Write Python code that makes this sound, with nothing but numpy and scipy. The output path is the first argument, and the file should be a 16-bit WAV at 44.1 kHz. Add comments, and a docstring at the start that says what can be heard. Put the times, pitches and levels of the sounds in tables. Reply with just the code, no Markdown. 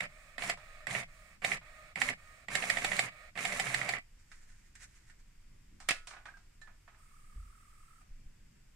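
"""Loud, clacking runs of paper feed alternate with quiet sweeps of a belt-driven print head: a small
inkjet printer on a blanket finishes a page, heard from a hand-held stereo microphone in a soft room.
Gears rattle in the plastic case and paper hisses over the rollers; the sheet is ejected and drops.
The lid unlatches with a sharp click and swings open on a squeaky hinge, and the head creeps to the
middle of its rail with a faint, pulsing motor tone."""
import sys
import numpy as np
from scipy import signal
from scipy.fft import rfft, irfft, next_fast_len
from scipy.io import wavfile
from scipy.ndimage import uniform_filter1d

SR = 44100
rng = np.random.default_rng(int(sys.argv[2]) if len(sys.argv) > 2 else 0)


def persist_wave(psi):
    """Save psi, clipped to +-1, as 16-bit WAV."""
    counts = np.round(np.clip(psi, -1, 1) * 32767).astype(np.int16)
    wavfile.write(sys.argv[1], SR, np.atleast_2d(counts).T)


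N = 385875
T = np.arange(N) / SR
FFT_SIZE = 2 * next_fast_len(N // 2 + SR // 4)
HZ = np.maximum(np.arange(FFT_SIZE // 2 + 1) * SR / FFT_SIZE, 1)

# Tone colour of each source at the microphone. Each row: frequency in Hz, relative level in dB.
ROOM_SPECTRUM = [(180, -30), (300, -1.5), (600, -11.5), (2140, -2.5), (4210, -14), (4880, -8.5),
                 (6250, -12), (7620, -8), (10100, -18.5), (14500, -20.5), (15500, -37)]
RUMBLE_SPECTRUM = [(8.8, -27), (15, 6.5), (33, -5), (59, -12.5), (134, -18.5), (162, -23), (238, -27),
                   (469, -56.5), (600, -44.5), (780, -62), (1320, -120)]
GRIP_SPECTRUM = [(30, -15), (70, -0.5), (130, 2.5), (220, -1), (340, -13), (600, -36.5), (1500, -78)]
RAIL_SPECTRUM = [(3820, -42), (6500, -26), (7850, 5), (8390, 0), (9190, 4.5), (10300, -9), (12900, -9),
                 (15000, -19)]
SOFT_HISS_SPECTRUM = [(590, -55.5), (1000, -12.5), (1120, -3.5), (1270, -12.5), (1390, -10.5), (1640, -5),
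                      (2230, -3.5), (3040, -16), (4340, -16), (5040, -15.5), (5980, -16), (7610, -10.5),
                      (9250, -13), (10500, -25), (15500, -24)]   # a soft, peaky hiss while the head moves
SHEET_SPECTRUM = [(300, -32), (700, -15.5), (1200, -13), (1800, 0.5), (2400, -6.5), (3200, -15), (7500, -7),
                  (9200, -13.5), (11000, -23), (15000, -39)]
KNOCK_SPECTRUM = [(180, -58), (300, -15), (498, -15.5), (680, -1), (841, -3.5), (1700, -2), (1940, -5),
                  (2440, -7), (2920, -15), (9030, -21), (10300, -39.5), (15000, -49.5)]
LATCH_SPECTRUM = [(59, -54), (100, -18), (173, -12.5), (386, -12), (697, -5), (861, -14), (1160, -3.5),
                  (1460, -9), (1800, 1.5), (2420, -3.5), (2580, 3), (2810, -5), (6000, -15.5), (8950, -17),
                  (15500, -43.5)]
CARRIAGE_SPECTRUM = [(180, -61), (300, -24.5), (393, -22.5), (424, -22.5), (613, -1), (684, -5.5),
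                     (988, -23), (1240, 0), (1380, -8), (1560, -12), (1810, -3.5), (2090, -8), (2300, -4),
                     (2990, -20.5), (4000, -17.5), (5200, -26), (8800, -120)]
PAPER_SPECTRUM = [(2060, -14.5), (3500, -0.5), (3840, 2), (5120, -5.5), (5510, 0.5), (7620, 0.5),
                  (8320, -0.5), (9350, 1.5), (11900, -15.5), (14800, -15.5), (15500, -26)]
GEAR_SPECTRUM = [(47, -41), (80, -7.5), (174, -1), (354, -11), (537, -4.5), (799, -7), (950, -6.5),
                 (1150, -1.5), (1460, -6), (1600, -1), (2000, -1), (2340, 0), (3130, -11.5), (3860, -19),
                 (5000, -16.5), (6500, -45.5), (11000, -120)]
CLACK_SPECTRUM = [(59, -29.5), (100, -25.5), (420, -12.5), (697, 0.5), (977, -12.5), (1430, -8.5),
                  (1920, 5), (3320, -7.5), (4560, -11), (5400, -15.5), (6810, -20.5), (7730, -7),
                  (8410, -19), (12300, -29), (15500, -39)]
# Resonances of the plastic. 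Each row: frequency in Hz, width in Hz, gain in dB.
CASE_RESONANCES = [(696, 23, 5), (769, 37, 7), (1333, 88, 4), (1580, 13, 3), (1818, 70, 4.5), (1998, 71, 5),
                   (2145, 58, 5.5), (2273, 58, 4.5), (3720, 110, 1.5), (3980, 24, -4), (4480, 100, 1.5),
                   (4980, 90, 5), (6720, 70, 6), (7402, 110, 6), (7860, 38, 2.5), (8920, 70, 7.5)]
TRAY_RESONANCES = [(1265, 52, 8), (1470, 33, 7.5), (1630, 30, 3.5), (1817, 44, 4.5), (2400, 58, 4)]   # lid and tray
# Stereo width from where the microphone is held. Each row: frequency in Hz, side against mid in dB.
ROOM_WIDTH = [(60, -28), (180, -9), (550, 5), (1650, -4.5), (4970, 1), (15000, -1)]
LID_WIDTH = [(60, -21), (130, -22.5), (290, -11), (640, -7), (1410, -4.5), (3100, 1), (6820, 0),
             (15000, 3.5)]
PRINT_WIDTH = [(60, -23), (110, -27), (200, -19), (380, -10), (700, -5), (1290, -5), (2380, 2), (4400, -2),
               (8120, 0), (15000, -1)]
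# Lean to one side, as far as the width allows. Each row: frequency in Hz, left against right in dB.
ROOM_LEAN = [(60, -0.5), (240, 1), (950, 0), (3770, -0.5), (15000, -1.5)]
LID_LEAN = [(60, 1), (130, 6), (290, -5), (640, 0.5), (1410, -12.5), (3100, -3.5), (6820, 1),
            (15000, -23.5)]
PRINT_LEAN = [(60, -18.5), (99, -0.5), (160, 0), (270, 1), (450, -2), (740, -3), (1220, -4.5),
              (2010, -10.5), (3330, -1), (5500, 0.5), (9080, -9.5), (15000, -20.5)]

# A hand rubs on case or microphone. Each row: start and stop in seconds, level in dB.
HAND_RUBS = [(5.484, 5.852, -70), (7.308, 7.6, -78.5), (8.1, 8.604, -72.5)]
# Bumps on the microphone. Each row: start in seconds, level in dB, pitch in Hz, t60 in seconds.
MIC_THUMPS = [(7.36, -38, 44, 0.49), (7.379, -44, 75, 0.33), (8.11, -39.5, 21.3, 0.4),
              (8.26, -41.5, 20.1, 0.52)]
# The sheet brushes case and blanket. 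Each row: middle and half length in seconds, level in dB.
SHEET_SWISHES = [(4.453, 0.23, -70.5), (4.845, 0.034, -59.5), (4.955, 0.11, -71), (5.094, 0.026, -70),
                 (5.198, 0.016, -74)]
# Squeaks of the hinge. Each row: start in seconds, pitch in Hz, peak in dB, t60 in seconds.
HINGE_SQUEAKS = [(6.287, 1605, -43, 0.065), (6.34, 1595, -50, 0.15), (6.616, 1742, -52, 0.33),
                 (6.615, 4050, -62, 0.089), (6.615, 7300, -63, 0.12)]
# Ringing of the lid. Each row: frequency in Hz, relative level in dB, t60 in seconds.
LID_MODES = [(1300, -45, 0.63), (1450, -42, 0.47), (1690, -36, 0.28)]
# Single impacts. Each row: start in seconds, relative body and treble levels in dB.
SHEET_TAPS = [(4.316, -39.5, -66.5), (4.753, -44, -63.5), (5.098, -47, -74)]
LIGHT_KNOCKS = [(.573, -42.5, -68), (1.614, -48, -87), (5.802, -43, -59), (6.071, -41, -51.5),
                (6.108, -38.5, -62), (6.136, -40, -75), (6.166, -41.5, -77), (6.255, -36, -64.5),
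                (6.286, -53, -76), (6.37, -52, -72), (6.615, -52, -68), (6.673, -46.5, -81.5),
                (6.878, -46, -78), (6.946, -53, -82), (8.014, -58.5, -84)]
LATCH_HITS = [(5.887, -23, -24), (5.889, -28.5, -17.5), (5.893, -22.5, -41), (5.907, -22.5, -27),
              (5.91, -33.5, -25), (5.915, -25, -38)]
GEAR_TICKS = [(.909, -35.5, -46), (2.966, -47, -34.5), (3.389, -45.5, -50), (3.936, -34.5, -48)]
# Passes of the head. Each row: start and stop in seconds, relative carriage and whine levels in dB.
HEAD_SWEEPS = [(0.083, 0.379, -61.5, -67), (0.569, .86, -57.5, -59), (1.076, 1.368, -63.5, -71),
               (1.619, 1.93, -58.5, -58), (2.172, 2.456, -62, -57.5), (3.112, 3.302, -57, -53.5)]
# Buzz of the belt. Each entry: relative level in dB of the next harmonic of the tooth rate.
BELT_HARMONICS = [-5, -22, 0, -22.5]
# Runs of the paper feed. Each row: start and stop in seconds, relative level of the first jolt in dB.
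FEED_RUNS = [(.005, 0.07, -31.5), (0.38, .552, -36), (0.868, 1.047, -32), (1.418, 1.586, -50),
             (1.957, 2.146, -37), (2.483, 3.101, -39), (3.352, 3.999, -52)]
# Hum of the feed motor. Each row: frequency in Hz, level against the gear rattle in dB.
FEED_HUM = [(126, -14), (188, -18.5), (252, -22.5), (397, -25.5), (594, -16.5), (685, -18.5)]
# Clacking in the longer runs. Each row: time of one hard clack in seconds, relative hard and soft
# levels in dB.
GEAR_TURNS = [(.497, -26.5, -28), (.879, -27, -28.5), (1.447, -25.5, -27), (2.017, -25.5, -27.5),
              (2.553, -23.5, -27), (3.451, -26.5, -30)]
# Contacts within a clack. Each row: delay in seconds, body and treble against the clack's level in dB.
HARD_CLACK = [(-.004, -10.5, -22), (0, -0.5, -6), (.002, -4.5, -9)]
SOFT_CLACK = [(0, -1.5, -19), (.015, -7.5, -20)]
JOLT = [(0.00094, 0, -8)]

CREEP_START_S, CREEP_STOP_S = 6.98, 8.03


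def from_db(db):
    """Decibels to gain."""
    return 10 ** (np.asarray(db) / 20)


def unit_rms(x):
    """Scale to unit rms."""
    return x / np.sqrt(np.mean(x ** 2) + 1e-20)


def over_hz(points):
    """A table joined by straight lines on a log-frequency axis."""
    hz, value = np.transpose(points)
    return np.interp(np.log(HZ), np.log(np.maximum(hz, 1)), value)


def running(start, stop, ramp_s):
    """1 from start to stop, 0 outside, with short ramps."""
    return np.clip(np.minimum(T - start, stop - T) / ramp_s + .5, 0, 1)


def drift(per_s):
    """A random wander through values of spread 1."""
    knots = rng.standard_normal(4000)
    return np.interp(T * per_s, np.arange(len(knots)), knots)


def colour(x, spectrum, resonances=()):
    """Causal filter of unit power gain with a broad spectrum and narrow resonances."""
    peaks_db = sum(db / (1 + (2 * (HZ - hz) / width) ** 2) for hz, width, db in resonances)
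    cepstrum = irfft(np.log(unit_rms(from_db(over_hz(spectrum) + peaks_db))))
    cepstrum[1:FFT_SIZE // 2] *= 2   # fold to minimum phase
    cepstrum[FFT_SIZE // 2 + 1:] = 0
    return irfft(rfft(x, FFT_SIZE) * np.exp(rfft(cepstrum)))[:N]


def hiss(spectrum, resonances=()):
    """Smooth coloured noise of unit rms."""
    return colour(rng.standard_normal(N), spectrum, resonances)


def grains(per_s, spread_db):
    """Tiny random clicks of uneven strength, at unit rms."""
    clicks = (rng.random(N) < per_s / SR) * rng.choice([-1, 1], N)
    return unit_rms(clicks * from_db(spread_db * rng.standard_normal(N)))


def add(out, start, sound):
    """Mix a short sound in at a time in seconds."""
    at = max(round(start * SR), 0)
    out[at:at + len(sound)] += sound[:N - at]


def blows(rows, spectrum, resonances, body_db, treble_db, chatter_s, tail_s, tail_db):
    """Each blow chatters for a moment, then the plastic rings out; body and treble split at 3700 Hz."""
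    t, body, treble = T[:SR // 4], np.zeros(N), np.zeros(N)
    fade = np.exp(-t / chatter_s) + from_db(tail_db) * np.exp(-t / tail_s)
    for start, low_db, high_db in rows:
        chatter = rng.choice([-1, 1], len(t)) * fade
        add(body, start, from_db(low_db + body_db) * chatter)
        add(treble, start, from_db(high_db + treble_db) * chatter)
    low, high = (signal.butter(3, 3700, kind, fs=SR, output="sos") for kind in ("low", "high"))
    impacts = signal.sosfilt(low, body + 1e-18) + signal.sosfilt(high, treble + 1e-18)
    return colour(impacts, spectrum, resonances)


def stereo_microphone(mid, width, lean, scatter_s):
    """The side signal is part direct sound, part sound scattered evenly by nearby surfaces."""
    side_gain, power_ratio = from_db(over_hz(width)), from_db(over_hz(lean)) ** 2
    direct = (1 + side_gain ** 2) / 2 * (power_ratio - 1) / (power_ratio + 1)
    direct = np.clip(direct, -.75 * side_gain, .75 * side_gain)
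    t = T[:SR // 8]
    scatter = rfft(rng.standard_normal(len(t)) * np.exp(-t / scatter_s), FFT_SIZE)
    scatter /= np.sqrt(uniform_filter1d(np.abs(scatter) ** 2, size=1200))
    paths = direct + np.sqrt(side_gain ** 2 - direct ** 2) * scatter
    side = irfft(rfft(mid, FFT_SIZE) * paths)[:N]
    return np.array([mid + side, mid - side])


def room_tone(level_db=-73.5):
    """The faint, steady hiss of the room around the microphone."""
    return from_db(level_db) * hiss(ROOM_SPECTRUM)


def room_echo(x, wet_db, t60):
    """A soft-furnished room returns a faint, short tail to each side."""
    t = T[:SR // 2]
    tail = rng.standard_normal((2, len(t))) * from_db(-60 * t / t60) * (t > .006)
    tail /= np.sqrt(np.sum(tail ** 2, axis=1, keepdims=True))
    return from_db(wet_db) * signal.fftconvolve(x[None], tail, axes=1)[:, :N]


def handling(rumble_db=-58, lumpy_db=5):
    """Right at the microphone: low rumble, the lumpy rub of a shifting grip and a few soft thumps."""
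    t = T[:SR]
    out = from_db(rumble_db + .5 * drift(4)) * hiss(RUMBLE_SPECTRUM)
    grip = sum(from_db(db) * running(start, stop, ramp_s=.079) for start, stop, db in HAND_RUBS)
    out += grip * from_db(lumpy_db * drift(22)) * hiss(GRIP_SPECTRUM)
    for start, db, hz, t60 in MIC_THUMPS:
        add(out, start, -from_db(db - 60 * t / t60) * np.sin(2 * np.pi * hz * t))
    return out


def creep_hiss(rail_db=-77, soft_hiss_db=-76):
    """The creeping head slides on its rail, along with a soft, peaky hiss."""
    rail = from_db(rail_db) * hiss(RAIL_SPECTRUM)
    soft_hiss = from_db(soft_hiss_db) * hiss(SOFT_HISS_SPECTRUM)
    return running(CREEP_START_S, CREEP_STOP_S, ramp_s=.02) * (rail + soft_hiss)


def creep_tone(level_db=-68.5, tone_hz=1255, bend_hz=45, cogging_hz=37.3, uneven_db=3):
    """At low speed the head's motor cogs: its tone swells and bends with every step."""
    cog = 2 * np.pi * np.cumsum(cogging_hz * (1 + .0368 * drift(4.7))) / SR
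    pitch_hz = tone_hz - bend_hz * np.sin(cog) + 62 * drift(250)
    tone = np.sin(2 * np.pi * np.cumsum(pitch_hz) / SR)
    swell = unit_rms(np.exp(1.1 * np.cos(cog))) * from_db(uneven_db * drift(37))
    return running(CREEP_START_S, CREEP_STOP_S, ramp_s=.01) * from_db(level_db) * swell * tone


def sheet_drop(uneven_db=4.5):
    """The loose sheet flicks off the rollers, crinkles as it slides and settles on the blanket."""
    crinkles = grains(per_s=4000, spread_db=2)
    swish = sum(from_db(db) * np.exp(-((T - at) / half_s) ** 2) for at, half_s, db in SHEET_SWISHES)
    swish *= from_db(uneven_db * drift(30))
    taps = blows(SHEET_TAPS, SHEET_SPECTRUM, TRAY_RESONANCES,
                 body_db=-13.5, treble_db=4.5, chatter_s=.0073, tail_s=.029, tail_db=-2.5)
    return taps + swish * colour(crinkles, SHEET_SPECTRUM, TRAY_RESONANCES)


def hinge():
    """The swinging lid's hinge gives short, unsteady squeaks that die away."""
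    out, t = np.zeros(N), T[:SR]
    for start, hz, db, t60 in HINGE_SQUEAKS:
        phase = 2 * np.pi * np.cumsum(hz * (1 + .016 * drift(204)[:SR])) / SR
        add(out, start, from_db(db - 60 * t / t60) * np.sin(phase))
    return out


def knocks():
    """Small knocks as the lid swings up and the head leaves its rest and stops."""
    return blows(LIGHT_KNOCKS, KNOCK_SPECTRUM, TRAY_RESONANCES,
                 body_db=-15.5, treble_db=9, chatter_s=.0053, tail_s=.039, tail_db=2)


def lid_latch(ring_db=-7):
    """The latch snaps and rebounds, and the lid rings on faintly."""
    out = blows(LATCH_HITS, LATCH_SPECTRUM, CASE_RESONANCES,
                body_db=-2, treble_db=2, chatter_s=.0026, tail_s=.032, tail_db=-17)
    t, snap_s = T[:SR], LATCH_HITS[0][0]
    for hz, db, t60 in LID_MODES:
        add(out, snap_s, from_db(ring_db + db - 60 * t / t60) * np.sin(2 * np.pi * hz * t))
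    return out


def head_sweeps(tooth_hz=603, rise_hz=20, slide_db=-2.5, belt_db=-10.5, whine_db=-3.5, soft_hiss_db=-67):
    """Belt teeth buzz and pulse the carriage's hiss; the motor whines an octave up in mid-sweep."""
    level, whine_level, arch = np.zeros((3, N))
    for start, stop, db, motor_db in HEAD_SWEEPS:
        swell = np.sin(np.pi * np.clip((T - start) / (stop - start), 0, 1)).clip(0)
        level += from_db(db) * running(start, stop, ramp_s=.025)
        whine_level += from_db(motor_db + whine_db) * swell ** 5.5
        arch += swell
    flutter = 1 + .007 * drift(130)
    phase = 2 * np.pi * np.cumsum((tooth_hz + rise_hz * arch) * flutter) / SR
    belt = sum(from_db(db + belt_db + 5.5 * drift(25.2)) * np.sin(k * phase)
               for k, db in enumerate(BELT_HARMONICS, 1))
    friction = rng.standard_normal(N) * (1 + .36 * np.cos(phase))
    slide = from_db(slide_db) * colour(friction, CARRIAGE_SPECTRUM)
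    soft_hiss = from_db(soft_hiss_db) * arch ** .34 * hiss(SOFT_HISS_SPECTRUM)
    whine = whine_level * from_db(2.5 * drift(30)) * np.sin(2 * phase)
    return level * (belt + slide) + whine + soft_hiss


def feed_coasting(level_db=-61, top_hz=195, fall_s=.11, fade_s=.076):
    """Between runs the feed motor's hum sinks in pitch and fades."""
    out, t = np.zeros(N), T[:SR // 2]
    phase = 2 * np.pi * np.cumsum(top_hz * np.exp(-t / fall_s)) / SR
    for _, stop, _ in FEED_RUNS[:-1]:   # the ejecting run stops dead
        add(out, stop, from_db(level_db) * np.exp(-t / fade_s) * np.sin(phase))
    return out


def paper_feed(rattle_db=-43, paper_db=-49, sheet_leaves_s=3.8, speed_up_s=.095, slow_down_s=.062):
    """Gear teeth rattle, the motor hums and the sheet hisses over the rollers, all louder with speed."""
    speed = np.zeros(N)
    for start, stop, _ in FEED_RUNS:
        ramp = np.minimum(.5 + (T - start) / speed_up_s, .24 + (stop - T) / slow_down_s)
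        gate = np.clip(np.minimum(T - start, stop - T) / .0045, 0, 1)
        speed += np.clip(ramp, 0, 1) * gate
    rattle = colour(grains(per_s=5000, spread_db=5.5), GEAR_SPECTRUM, CASE_RESONANCES)
    motor_time = np.cumsum(1 + .01485 * drift(30)) / SR
    hum = sum(from_db(db + 7.3 * drift(35)) * np.sin(2 * np.pi * hz * motor_time) for hz, db in FEED_HUM)
    drop_db = 5.5 * (T > sheet_leaves_s)   # the sheet's end clears the rollers
    paper = from_db(paper_db - drop_db + 2.3 * drift(300)) * hiss(PAPER_SPECTRUM, CASE_RESONANCES)
    return from_db(rattle_db) * speed * (rattle + hum) + speed ** 3.2 * paper


def gear_clacks(turn_s=.1464, soft_after_s=.071, spin_up_s=.02, brake_s=.05):
    """The gears jolt as a run starts and stops; at speed each turn gives a hard and a soft clack."""
    clacks = [(start, jolt_db, JOLT) for start, _, jolt_db in FEED_RUNS]
    clacks += [(stop - .016, -45, JOLT) for _, stop, _ in FEED_RUNS]   # the gear play closes
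    for hard_s, hard_db, soft_db in GEAR_TURNS:
        start, stop, _ = next(run for run in FEED_RUNS if hard_s < run[1])
        for turn in np.arange(hard_s - turn_s, stop, turn_s):
            pair = [(turn, hard_db, HARD_CLACK), (turn + soft_after_s, soft_db, SOFT_CLACK)]
            clacks += [clack for clack in pair if start + spin_up_s < clack[0] < stop - brake_s]
    contacts = [(at + delay, db + body, db + treble)
                for at, db, kind in clacks for delay, body, treble in kind]
    return blows(contacts + GEAR_TICKS, CLACK_SPECTRUM, CASE_RESONANCES,
                 body_db=2, treble_db=9, chatter_s=.0022, tail_s=.014, tail_db=-12)


def scene():
    """Printing, then the lid, over the quiet room; each part reaches the microphone by its own paths."""
    printing = [paper_feed() + feed_coasting(), gear_clacks(), head_sweeps() + creep_hiss()]
    opening = [lid_latch(), knocks() + hinge() + sheet_drop()]
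    background = creep_tone() + handling() + room_tone()
    return (sum(stereo_microphone(part, PRINT_WIDTH, PRINT_LEAN, scatter_s=.014) for part in printing)
            + sum(stereo_microphone(part, LID_WIDTH, LID_LEAN, scatter_s=.0073) for part in opening)
            + stereo_microphone(background, ROOM_WIDTH, ROOM_LEAN, scatter_s=.05)
            + room_echo(sum(printing + opening), wet_db=-21, t60=.25))


def record(dry):
    """The treble is cut steeply above 15700 Hz."""
    return signal.sosfilt(signal.ellip(10, .1, 80, 15700, fs=SR, output="sos"), dry)


dry = scene()
out = record(dry)
persist_wave(out)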